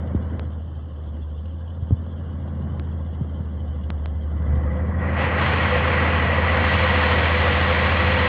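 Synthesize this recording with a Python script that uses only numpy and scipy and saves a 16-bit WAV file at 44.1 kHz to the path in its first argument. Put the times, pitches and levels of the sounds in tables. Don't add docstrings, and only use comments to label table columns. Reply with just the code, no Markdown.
import sys
import numpy as np
from scipy import signal
from scipy.fft import rfft, irfft
from scipy.io import wavfile
from scipy.ndimage import uniform_filter1d

SR = 44100
rng = np.random.default_rng(int(sys.argv[2]) if len(sys.argv) > 2 else 0)


def volts_from_decibels(level):
    exponent = np.asarray(level, float) / 20
    return 10 ** exponent


def log_audio(samples):
    frames = np.atleast_2d(samples).T
    limited = np.clip(frames, -1, 1)
    pcm = np.round(limited * 32767).astype(np.int16)
    wavfile.write(sys.argv[1], SR, pcm)


N = 365148

# frequency in Hz, density in dB per Hz.
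HISS_SPECTRUM = [(3000, -8.5), (10700, -3.5), (11400, 8.5), (12000, 0.5), (15200, -4), (16000, -5)]
# frequency in Hz, density in dB per Hz.
RUMBLE_SPECTRUM = [(15, -21), (30, -24), (45, -3), (60, -6), (80, 10), (110, 7.5), (140, -45)]
# start in seconds, peak in dB, first pitch in Hz, length in seconds.
GUST_KNOCKS = [(0.148, -11.5, 356, .011), (0.16, -14.5, 91, 0.024), (1.21, -30, 200, 0.018),
               (1.824, -19, 124, 0.028), (1.908, -10, 255, 0.0063), (1.915, -22, 286, 0.014),
               (1.922, -7.5, 129, 0.024), (2.719, -21, 154, .02), (3.21, -16, 216, .024),
               (3.403, -22, 190, 0.018), (4.533, -15, 130, .02)]
# start in seconds, peak in dB.
GRIT_TICKS = [
    (0.3955, -18),
    (2.797, -21),
    (3.9035, -15),
    (4.0589, -19.5),
]
# time in seconds, firing rate in Hz.
FIRING_RATE = [(0.06, 80.3), (0.89, 78.3), (1.07, 76.0), (1.32, 75.8), (1.59, 81.9), (1.75, 82.8),
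               (2.33, 82.9), (2.72, 80.2), (3.28, 80.0), (3.69, 76.4), (4.45, 74.6), (4.7, 74.7),
               (4.88, 80.2), (4.99, 81.4), (8.15, 81.3)]
CYLINDER_DB = [0.5, -6.5, 1, -4.2, -3.5, -15.5]
# time in seconds, clatter level in dB.
FILTER_PASSAGE = [(0, -47), (.35, -48.5), (.62, -56.5), (1.78, -56.5), (2.7, -50.5), (3.0, -53),
                  (4.25, -53), (4.5, -44.5), (4.97, -40), (5.02, -33), (5.13, -31), (5.22, -24.5),
                  (5.32, -27), (5.42, -23.5), (5.75, -24), (6.4, -24.5), (6.7, -23), (8.28, -23)]
FILTER_BAND_HZ = [270, 650, 1700, 2250, 2700, 4000, 6000]
# gain at full grip in dB, exponent of the grip (no unit).
FILTER_BAND_CUT = [(-12, 3.12), (-23, 1.1), (-34.5, 0.94), (-48, 0.99), (-64.5, 0.97), (-62, 0.69),
                   (-62, 0.85)]
# frequency in Hz, density in dB per Hz.
LEAK_SPECTRUM = [(2150, -28.5), (2560, -17), (2760, -7), (2950, -0.5), (3150, 0), (3450, -5), (3750, -18),
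                 (4130, -27.5), (4450, -21.5), (4700, -22.5), (5050, -35.5), (5600, -39), (6000, -35.5),
                 (7000, -47.5)]
# frequency in Hz, density in dB per Hz.
HEAD_SPECTRUM = [(1500, -44), (1800, -4.5), (1880, 14), (1925, 17.5), (1990, 11), (2080, -13), (2500, -59)]
# multiple (no unit), level in dB.
ENGINE_ORDERS = [(4, -29), (5, -21.5), (7, -16), (8, -21), (9, -19), (10, -12.5), (12, -20.5), (13, -21.5),
                 (14, -18), (15, -16), (16, -21), (18, -22), (20, -27)]
# frequency in Hz, density in dB per Hz.
ROAR_SPECTRUM = [(56, -35.5), (95, -5.5), (110, -8), (200, -10), (425, -14), (620, -10), (900, -10.5),
                 (1350, -11), (1700, -11), (2100, -10.5), (2550, -13), (3300, -17.5)]
# frequency in Hz, gain in dB.
MIC_TREBLE = [(3300, 3.5), (3900, -7.5), (4300, -8), (4650, -18), (5000, -26), (5620, -35.5), (5880, -33.5),
              (6500, -32), (7300, -44), (7800, -53), (9200, -54.5), (10500, -54.5), (13000, -52),
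              (14600, -54)]
# centre in Hz, width in Hz, lift in dB.
PANEL_MODES = [(525, 68, 5), (1097, 120, 4.5), (200, 84, 1)]
# time in seconds, level in dB.
EXHAUST_LEVEL = [(0.0, -27.5), (0.37, -27), (0.64, -30.5), (0.9, -32), (1.2, -29), (1.75, -30.5),
                 (2.05, -29.5), (2.24, -29.5), (2.95, -26.5), (3.2, -29), (4.34, -24.5), (4.54, -20),
                 (4.73, -23.5), (4.93, -23), (5.37, -24.5), (6.11, -22), (8.28, -22.5)]


def in_time(rows, times):
    seconds, values = np.transpose(rows)
    return np.interp(times, seconds, values)


def at_hz(points, hz):
    points_hz, points_db = np.transpose(points)
    return np.interp(np.log(hz + 1), np.log(points_hz), points_db)


def rms_one(x):
    return x / np.sqrt(np.mean(x ** 2) + 1e-20)


def drift(rate_hz):
    pole = np.exp(-2 * np.pi * rate_hz * 40 / SR)
    white = rng.standard_normal(N // 40 + 2002)
    slow = signal.lfilter([1], [1, -2 * pole, pole * pole], white)[2000:]
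    return np.interp(np.arange(N) / 40, np.arange(len(slow)), rms_one(slow))


def coloured(x, spectra, peaks=()):
    hz = np.fft.rfftfreq(N, 1 / SR)
    gain = volts_from_decibels(sum(at_hz(points, hz) for points in spectra))
    for centre_hz, width_hz, lift_db in peaks:
        resonance = 1 / (1 + (2 * (hz - centre_hz) / width_hz) ** 2)
        gain = gain * (1 + (volts_from_decibels(lift_db) - 1) * resonance)
    return rms_one(irfft(rfft(x) * gain, N))


def hiss():
    return volts_from_decibels(-94.5) * coloured(rng.standard_normal(N), [HISS_SPECTRUM])


def rumble(note_db):
    lumps = volts_from_decibels(1.2 * drift(5)) * rng.standard_normal(N)
    level_db = -43 + 0.97 * (note_db + 8.5)
    return volts_from_decibels(level_db) * coloured(lumps, [RUMBLE_SPECTRUM])


def knocks():
    end_hz = 83
    out = np.zeros(N)
    for start, peak_db, first_hz, length in GUST_KNOCKS:
        u = np.arange(int(length * SR)) / (length * SR)
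        hz = end_hz + (first_hz - end_hz) * np.exp(-2.4 * u)
        envelope = np.sin(np.pi * u ** 0.48)
        swing = envelope * np.sin(2 * np.pi * np.cumsum(hz) / SR)
        out[int(start * SR):][:len(u)] += volts_from_decibels(peak_db) * swing
    return signal.sosfilt(signal.butter(2, 1300, fs=SR, output="sos"), out + 1e-18)


def ticks(fall_hz, lift_db):
    steps = np.zeros(N)
    for start, peak_db in GRIT_TICKS:
        steps[round(start * SR)] = volts_from_decibels(peak_db + lift_db)
    sag = signal.lfilter([1], [1, -np.exp(-2 * np.pi * fall_hz / SR)], steps + 1e-18)
    return signal.sosfilt(signal.butter(7, 3900, fs=SR, output="sos"), sag)


def filter_grip(times):
    open_db, shut_db = -23, -56
    passed_db = in_time(FILTER_PASSAGE, times)
    return np.clip((open_db - passed_db) / (open_db - shut_db), 1e-4, 1.2)


def patchy(frames, spread_db):
    flicker = rng.standard_normal(frames.shape)
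    flicker = uniform_filter1d(flicker, size=4, axis=0)
    flicker = uniform_filter1d(flicker, size=3, axis=1)
    return frames * volts_from_decibels(spread_db * rms_one(flicker))


def wind_filter(x, leak_noise):
    hz, times, (frames, passed) = signal.stft([x, leak_noise], SR, nperseg=1024)
    grip = filter_grip(times)
    cut_db = np.array([full_db * grip ** power for full_db, power in FILTER_BAND_CUT])
    bands = np.arange(len(FILTER_BAND_HZ))
    place = np.interp(np.log(hz + 1), np.log(FILTER_BAND_HZ), bands)
    share = np.maximum(1 - abs(place[:, None] - bands), 0)
    gain_db = share @ cut_db
    muffled = patchy(frames * volts_from_decibels(gain_db), 0.8 + 0.041 * abs(gain_db))
    frames = muffled + patchy(passed, spread_db=3.5)
    return signal.istft(frames, SR, nperseg=1024)[1][:N]


def firing_gate(firings, depth, scatter_db):
    stroke = firings.astype(int)
    chance_db = scatter_db * rng.standard_normal(N // 400)[stroke]
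    strength_db = np.array(CYLINDER_DB)[stroke % 6] + chance_db
    return 1 + depth * volts_from_decibels(strength_db) * np.exp(-2.5 * (firings % 1))


def leak(firings):
    swell_db = 2.2 * np.cos(2 * np.pi * firings / 6)
    gate = firing_gate(firings, depth=0.64, scatter_db=6.5) * volts_from_decibels(0.53 * drift(15) + swell_db)
    return volts_from_decibels(-64.5) * coloured(gate * rng.standard_normal(N), [LEAK_SPECTRUM])


def ring_level(open_db, cut_db, power, follows, load_db):
    grip = filter_grip(np.arange(N) / SR)
    return open_db + cut_db * grip ** power + follows * load_db


def head_upper_ring(firings, load_db):
    level_db = ring_level(-39, -25.5, power=1.4, follows=1.9, load_db=load_db)
    beat_db = 3.5 * np.cos(2 * np.pi * firings / 6 + 0.4)
    mode = (1999, 1.5 * 82, 60)
    return volts_from_decibels(level_db + beat_db) * coloured(rng.standard_normal(N), [], [mode, mode])


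def bonnet_ring(firings, load_db):
    level_db = ring_level(-31, -21, power=1.5, follows=1, load_db=load_db)
    beat_db = 2.2 * np.cos(2 * np.pi * firings / 6 + 1.3)
    mode = (506.3, 1.5 * 45, 45)
    return volts_from_decibels(level_db + beat_db) * coloured(rng.standard_normal(N), [], [mode, mode])


def head_ring(firings, load_db):
    level_db = ring_level(-31, -54, power=1.7, follows=0.9, load_db=load_db)
    swell_db = 1.4 * np.cos(2 * np.pi * firings / 6) + 2.3 * np.cos(2 * np.pi * firings / 3)
    return volts_from_decibels(level_db) * coloured(volts_from_decibels(swell_db) * rng.standard_normal(N), [HEAD_SPECTRUM])


def gear_whine():
    mesh_hz = 1611
    level = np.sqrt(2) * volts_from_decibels(-43.5 + 2.5 * drift(2))
    return level * np.sin(2 * np.pi * mesh_hz * np.arange(N) / SR + 0.8 * drift(14))


def order_tones(firings):
    out = 0
    for multiple, level_db in ENGINE_ORDERS:
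        phase = 2 * np.pi * (multiple * firings / 6 + rng.random()) + 0.5 * drift(3.3)
        out = out + volts_from_decibels(level_db + 2.4 * drift(0.4)) * np.sin(phase)
    return np.sqrt(2) * volts_from_decibels(-22) * out


def roar(firings):
    gate = firing_gate(firings, depth=0.38, scatter_db=3.5) * volts_from_decibels(0.45 * drift(18))
    noise = gate * rng.standard_normal(N)
    return volts_from_decibels(-21.5) * coloured(noise, [ROAR_SPECTRUM, MIC_TREBLE], PANEL_MODES)


def exhaust_note(firings, note_db):
    throb_db = 1.2 * np.sin(2 * np.pi * firings / 6) + 0.98 * drift(36)
    level = np.sqrt(2) * volts_from_decibels(note_db + throb_db)
    return level * np.sin(2 * np.pi * firings + 0.27 * drift(8.4))


def scene():
    times = np.arange(N) / SR
    firings = np.cumsum(in_time(FIRING_RATE, times)) / SR
    note_db = in_time(EXHAUST_LEVEL, times)
    load_db = uniform_filter1d(note_db, size=30000) + 22
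    near = rumble(note_db) + knocks() + ticks(fall_hz=400, lift_db=2.0)
    clatter = gear_whine() + order_tones(firings) + roar(firings)
    engine = wind_filter(clatter, leak(firings))
    rings = head_upper_ring(firings, load_db) + bonnet_ring(firings, load_db) + head_ring(firings, load_db)
    out = near + engine + rings + exhaust_note(firings, note_db)
    edge_fade = np.clip(np.minimum(times, times[::-1]) / 0.0015, 0.35, 1)
    return (out * edge_fade)[None]


def roll_off(x):
    return signal.sosfilt(signal.butter(12, 15480, fs=SR, output="sos"), x)


def record(dry):
    mix = dry + hiss()
    return roll_off(mix)


dry = scene()
out = record(dry)
log_audio(out)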